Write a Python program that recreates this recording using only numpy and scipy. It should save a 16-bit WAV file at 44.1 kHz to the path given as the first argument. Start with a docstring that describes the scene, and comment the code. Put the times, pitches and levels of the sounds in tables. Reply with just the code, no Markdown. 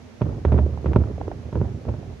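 """Fireworks burst far away over a city at night, heard from a rooftop. From the start filtered noise gives the
hum of the city and the hiss of the microphone. Then each blast, a pressure pulse, arrives as a dull crack with
roof and wall bounces and noisy crackle. Damped modes of the walled terrace boom after it over a quick higher
ring from the bounces, and decaying noise rolls away between the buildings. Among the blasts come small hollow
pops, short sines of wavering pitch."""
import sys
import numpy as np
from scipy import signal
from scipy.io import wavfile
from scipy.ndimage import uniform_filter1d

SR = 44100
rng = np.random.default_rng(int(sys.argv[2]) if len(sys.argv) > 2 else 0)


def gain_from_decibels(decibels):
    """Convert decibel values to linear amplitude factors."""
    exponent = np.asarray(decibels, float) / 20
    return 10 ** exponent


def persist_wave(psi):
    """Save psi, clipped to +-1, as 16-bit WAV."""
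    counts = np.round(np.clip(psi, -1, 1) * 32767).astype(np.int16)
    wavfile.write(sys.argv[1], SR, np.atleast_2d(counts).T)


N = 97020  # length in samples

# Steady background spectrum, scaled as a whole later: frequency_hz, relative_density_db
CITY_SPECTRUM = [(25, -14), (43, -10), (106, -5.5), (198, -18), (238, -1.5), (270, -21.5), (409, -14),
                 (1170, -28.5), (2000, -29), (3200, -34.5), (5000, -37), (6300, -37.5), (8000, -48.5),
                 (10000, -49.5), (13000, -57), (15500, -48)]
# Background coherence between the ears: frequency_hz, left_right_likeness (0 to 1)
CITY_COHERENCE = [(60, 1), (250, 0.36), (700, 0.49), (2000, 0.06), (4000, 0.056), (12000, .05)]
# Background balance: frequency_hz, left_minus_right_db
CITY_BALANCE = [(60, -4), (500, -5), (5000, -2.5), (13000, -2)]
# Blasts: start_s, crack_db, crackle_db, boom_db, boom_tilt_db_per_octave, blast_length_s,
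# roof_bounce_db, roll_db
BLASTS = [(0.2100, -27.5, -30, -22, 3.5, 0.00072, -1, -28),
          (0.2168, -12.5, -20.5, -17.5, 1.5, 0.00072, -1.5, -21),
          (0.4508, -8.5, -20, -10.5, -14, 0.00051, -32, -19),
          (0.5205, -12.5, -18.5, -13, 3, 0.00072, -15.5, -17),
          (0.5878, -13, -24, -14, 2, 0.0006, -11.5, -41.5),
          (0.7051, -31.5, -40, -25, -3, 0.0011, -25, -30.5),
          (0.8594, -13.5, -21, -16, -11, 0.00062, -18, -22.5),
          (0.9335, -20.5, -25, -32, 2, 0.00027, -17.5, -23),
          (0.9607, -4.5, -21.5, -12.5, 3, 0.00065, -4, -22),
          (1.114, -27, -40.5, -35.5, -9, 0.00085, -29, -41),
          (1.428, -60, -40.5, -29, -3.5, 0.001, -10, -33.5),
          (1.5275, -23.5, -30, -28, 2.5, 0.00071, -1.5, -20.5),
          (1.5548, -23.5, -33, -27, 2, 0.00067, 7, -37.5), (1.6146, -10.5, -43, -20, 1, 0.001, -27, -24.5),
          (1.882, -36, -40, -31, 5, 0.0016, -10, -33), (1.889, -18.5, -30, -20.5, 1, 0.0007, -23.5, -42),
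          (1.9396, -33, -35.5, -44, 8, 0.00056, -1.5, -46)]
# Direct path (zero delay) and wall bounces: delay_s, left_db, right_db
WALL_PATHS = [(0, -2, 2.5), (.0021, -7.5, -6), (.0052, -11, -9.5), (.0074, -21, -8.5)]
# Ringing after each blast: the rows below 300 Hz are modes of the walled terrace, the rows above a comb from
# the quick bounces: frequency_hz, relative_level_db, t60_s, left_minus_right_db
BOOM_MODES = [(73.85, -1, 1, -5.5), (112.9, 1, 0.15, -5), (187.4, -11.5, 0.19, -1.5),
              (236.8, -12, 0.12, 1.5), (354.2, -21.5, 0.087, 8), (609, -12.5, 0.053, -2),
              (882, -30, 0.066, 4.5)]
# Spectrum of the street echoes, scaled to unit norm later: frequency_hz, relative_density_db
ROLL_SPECTRUM = [(30, -24), (60, 7), (92, 5), (178, -11), (278, -10.5), (400, -11.5), (600, -20),
                 (1200, -34), (3000, -52), (6000, -79)]
# Decay of the street echoes: frequency_hz, t60_s
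ROLL_DECAY = [(60, 0.76), (150, 1), (400, 0.75), (1000, 0.84), (3000, 0.18)]
# Coherence of the street echoes between the ears: frequency_hz, left_right_likeness (0 to 1)
ROLL_COHERENCE = [(60, 1), (130, 0.93), (270, 1), (580, 0.42), (1230, 0.087), (2600, 0.13)]
# Balance of the street echoes: frequency_hz, left_minus_right_db
ROLL_BALANCE = [(60, -5), (125, -3.5), (250, -4.5), (600, -1.5), (2500, -2)]
# Small hollow pops without a boom: start_s, level_db, crackle_db, pitch_hz, roll_db
SMALL_POPS = [(0.5784, -33.5, -23, 453, -43.5), (0.773, -28.5, -35, 600, -29.5),
              (0.844, -21.5, -37, 458, -19.5), (1.1798, -28, -38, 473.4, -26.5),
              (1.213, -23.5, -34, 568, -36), (1.28, -21, -45, 477, -31), (1.3150, -25, -28, 540, -36),
              (1.851, -31, -38, 516, -24), (2.0300, -36.5, -39.5, 600, -32)]

CITY_DB = -44  # rms over both channels
SUCTION = 0.45  # smaller = deeper suction after the jump
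RISE_SHARE = 0.35  # the air rounds the shock front, by this share of the blast length
AIR_HZ = 3600  # low-pass of the long way through the air
CRACKLE_LOW_HZ, CRACKLE_HIGH_HZ, CRACKLE_TOP_HZ = 600, 1204, 3330
CRACKLE_T60_S, CRACKLE_LIKENESS, CRACKLE_LEAN_DB = 0.06, 0.067, -1
ROOF_DELAY_S = 0.00076
FAR_WALL_DELAY_S, FAR_WALL_DB = 0.0765, -14.5  # echo from a facing building
FAR_WALL_HZ, FAR_WALL_Q = 1340, 1.1  # its ledges return a thin knock
BOOM_HOLD_S, BOOM_DROP_DB, BOOM_DROP_S = 0.058, -8, 0.0033  # extra drop after the hold
BOOM_DELAY_S, BOOM_LAG_CYCLES = 0.0021, 0.67  # deep modes peak this late, plus a share of a cycle
PROMPT_HZ = 300  # modes from here up peak after just one cycle
ROLL_DELAY_S, ROLL_PATCHY_DB = 0.018, 1.5  # the second is a standard deviation
GRAIN_HZ, GRAIN_S, GRAIN_DB = 350, 0.0055, 3  # high echoes arrive in grains; level deviation in dB
POP_RISE_S, POP_T60_S, POP_LEAN_DB = 0.0019, 0.013, -7
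POP_WANDER = 0.25  # standard deviation of the pitch, as a share of it
LOW_CUT_HZ = 61.3


def read(points, hz):
    """Interpolation of a spectrum table along a logarithmic frequency axis."""
    table_hz, value = np.transpose(points)
    return np.interp(np.log(hz + 1), np.log(table_hz + 1), value)


def add(mix, start_s, sound):
    """Superposition: sound pressures add from the start time on."""
    part = mix[:, round(start_s * SR):][:, :sound.shape[-1]]
    part += sound[..., :part.shape[1]]


def lean(db):
    """Interaural level difference, split into left and right gains."""
    return np.array([[gain_from_decibels(db / 2)], [gain_from_decibels(-db / 2)]])


def noise(gain, likeness, lean_db, size):
    """Partly coherent stereo noise from random short-time spectra; gain is bins x frames."""
    a, b, c, d = rng.standard_normal((gain.shape[1], gain.shape[0], 4)).T
    likeness = np.clip(likeness, -1, 1)[:, None]
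    left = a + 1j * b
    right = likeness * left + np.sqrt(1 - likeness ** 2) * (c + 1j * d)
    spectra = np.array([left * gain_from_decibels(lean_db / 2), right / gain_from_decibels(lean_db / 2)])
    _, sound = signal.istft(spectra * gain, nperseg=size, noverlap=size * 3 // 4)
    return sound[:, :N]


def city():
    """Stationary noise: many sources merge into the street hum, with microphone hiss."""
    hz = np.fft.rfftfreq(2048, 1 / SR)
    gain = gain_from_decibels(read(CITY_SPECTRUM, hz))[:, None] * np.ones(N // 512 + 5)
    out = noise(gain, read(CITY_COHERENCE, hz), read(CITY_BALANCE, hz)[:, None], size=2048)
    return gain_from_decibels(CITY_DB) * out / out.std()


def blast(length_s):
    """Blast wave: a pressure jump, then suction, rounded by the long way through the air."""
    t = np.arange(0, 0.03, 1 / SR)
    u = t / length_s
    pulse = (1 - u) * np.exp(-SUCTION * u - (u / 4) ** 2)
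    rounding = u * np.exp(-u / RISE_SHARE)
    wave = np.convolve(pulse, rounding)[:len(t)]
    wave = signal.lfilter(*signal.butter(1, AIR_HZ, fs=SR), wave)
    return wave / wave.max()


def crackle(db):
    """Scattering: ragged decaying noise behind a report, nearly independent at each ear."""
    t = np.arange(0, 0.06, 1 / SR)
    # a random envelope shared by both ears makes the noise ragged
    a, b = rng.standard_normal((2, len(t))) * abs(rng.standard_normal(len(t)))
    right = CRACKLE_LIKENESS * a + np.sqrt(1 - CRACKLE_LIKENESS ** 2) * b
    pair = np.array([a, right]) * gain_from_decibels(db - 60 * t / CRACKLE_T60_S)
    band = signal.butter(1, (CRACKLE_LOW_HZ, CRACKLE_HIGH_HZ), "band", fs=SR)
    pair = signal.lfilter(*band, pair)
    top = signal.butter(4, CRACKLE_TOP_HZ, fs=SR, output="sos")
    return signal.sosfilt(top, pair) * lean(CRACKLE_LEAN_DB)


def cracks():
    """Specular reflection: each blast returns from roof, walls and a facing building; crackle is added."""
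    out = np.zeros((2, N))
    ledges = signal.iirpeak(FAR_WALL_HZ, FAR_WALL_Q, SR)
    for start_s, crack_db, crackle_db, _, _, length_s, roof_db, _ in BLASTS:
        direct = gain_from_decibels(crack_db) * blast(length_s)
        # the roof throws the blast back first, more or less by the height of the burst
        wave = direct + gain_from_decibels(roof_db) * np.roll(direct, round(ROOF_DELAY_S * SR))
        for delay_s, left_db, right_db in WALL_PATHS:
            pair = wave * np.array([[gain_from_decibels(left_db)], [gain_from_decibels(right_db)]])
            add(out, start_s + delay_s, pair)
            echo = gain_from_decibels(FAR_WALL_DB) * signal.lfilter(*ledges, pair)
            add(out, start_s + delay_s + FAR_WALL_DELAY_S, echo)
        add(out, start_s, crackle(crackle_db))
    return out


def booms():
    """Modal resonance: the deep terrace modes swell up after each blast, the higher comb of the bounces rings
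    at once; all decay exponentially."""
    out, t = np.zeros((2, N)), np.arange(0, 1, 1 / SR)
    drop = gain_from_decibels(BOOM_DROP_DB * np.clip((t - BOOM_HOLD_S) / BOOM_DROP_S, 0, 1))
    lowest_hz = BOOM_MODES[0][0]
    for hz, db, t60_s, lean_db in BOOM_MODES:
        peak_s = BOOM_DELAY_S + BOOM_LAG_CYCLES / hz if hz < PROMPT_HZ else 1 / hz
        swell = np.sin(np.pi / 2 * np.minimum(t / peak_s, 1)) ** 2
        wave = np.cos(2 * np.pi * hz * (t - peak_s))
        ring = gain_from_decibels(db - 60 * t / t60_s) * wave * swell * drop * lean(lean_db)
        for start_s, _, _, boom_db, tilt_db, *_ in BLASTS:
            add(out, start_s, gain_from_decibels(boom_db + tilt_db * np.log2(hz / lowest_hz)) * ring)
    return out


def roll():
    """Diffuse reverberation: countless street echoes, as noise that each burst starts, dying by band."""
    hz = np.fft.rfftfreq(1024, 1 / SR)
    t = np.arange(N // 256 + 5) * 256 / SR
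    t60_s = read(ROLL_DECAY, hz)[:, None]
    power = 0
    for start_s, *_, roll_db in BLASTS + SMALL_POPS:
        age = t - start_s - ROLL_DELAY_S
        # decibels doubled, since powers add
        power = power + (age > 0) * gain_from_decibels(2 * roll_db - 120 * np.maximum(age, 0) / t60_s)
    # random level patches, smoothed over frequency, then time
    patches = rng.standard_normal((len(t), len(hz))).T
    patches = uniform_filter1d(uniform_filter1d(patches, 8, 0), 4, 1)
    patchiness = gain_from_decibels(ROLL_PATCHY_DB * patches / patches.std())
    colour = gain_from_decibels(read(ROLL_SPECTRUM, hz))
    colour = (colour / np.linalg.norm(colour))[:, None]
    gain = np.sqrt(power) * colour * patchiness
    out = noise(gain, read(ROLL_COHERENCE, hz), read(ROLL_BALANCE, hz)[:, None], size=1024)
    high_pass = signal.butter(2, GRAIN_HZ, "high", fs=SR, output="sos")
    high = signal.sosfiltfilt(high_pass, out)
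    size = round(GRAIN_S * SR)
    grain = uniform_filter1d(uniform_filter1d(rng.standard_normal(N), size), size)
    return out - high + high * gain_from_decibels(GRAIN_DB * grain / grain.std())


def pops():
    """Damped oscillation: small far charges give a few hollow cycles and a little crackle."""
    out, t = np.zeros((2, N)), np.arange(0, 0.03, 1 / SR)
    envelope = gain_from_decibels(-60 * t / POP_T60_S) * (1 - np.exp(-t / POP_RISE_S))
    for start_s, db, crackle_db, pitch_hz, _ in SMALL_POPS:
        waver = uniform_filter1d(rng.standard_normal(len(t)), size=90)
        cycles = pitch_hz * np.cumsum(1 + POP_WANDER * waver / waver.std()) / SR
        ring = np.sin(2 * np.pi * cycles) * envelope
        add(out, start_s, gain_from_decibels(db) * ring / ring.max() * lean(POP_LEAN_DB))
        add(out, start_s, crackle(crackle_db))
    return out


def scene():
    """Superposition of all sources."""
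    return city() + cracks() + booms() + roll() + pops()


def roll_off(x):
    """The treble ends steeply here."""
    return signal.sosfilt(signal.butter(12, 13600, fs=SR, output="sos"), x)


def record(dry):
    """High-pass response: a small microphone loses the deepest bass."""
    low_cut = signal.butter(4, LOW_CUT_HZ, "high", fs=SR, output="sos")
    mix = signal.sosfilt(low_cut, dry)
    return roll_off(mix)


dry = scene()
out = record(dry)
persist_wave(out)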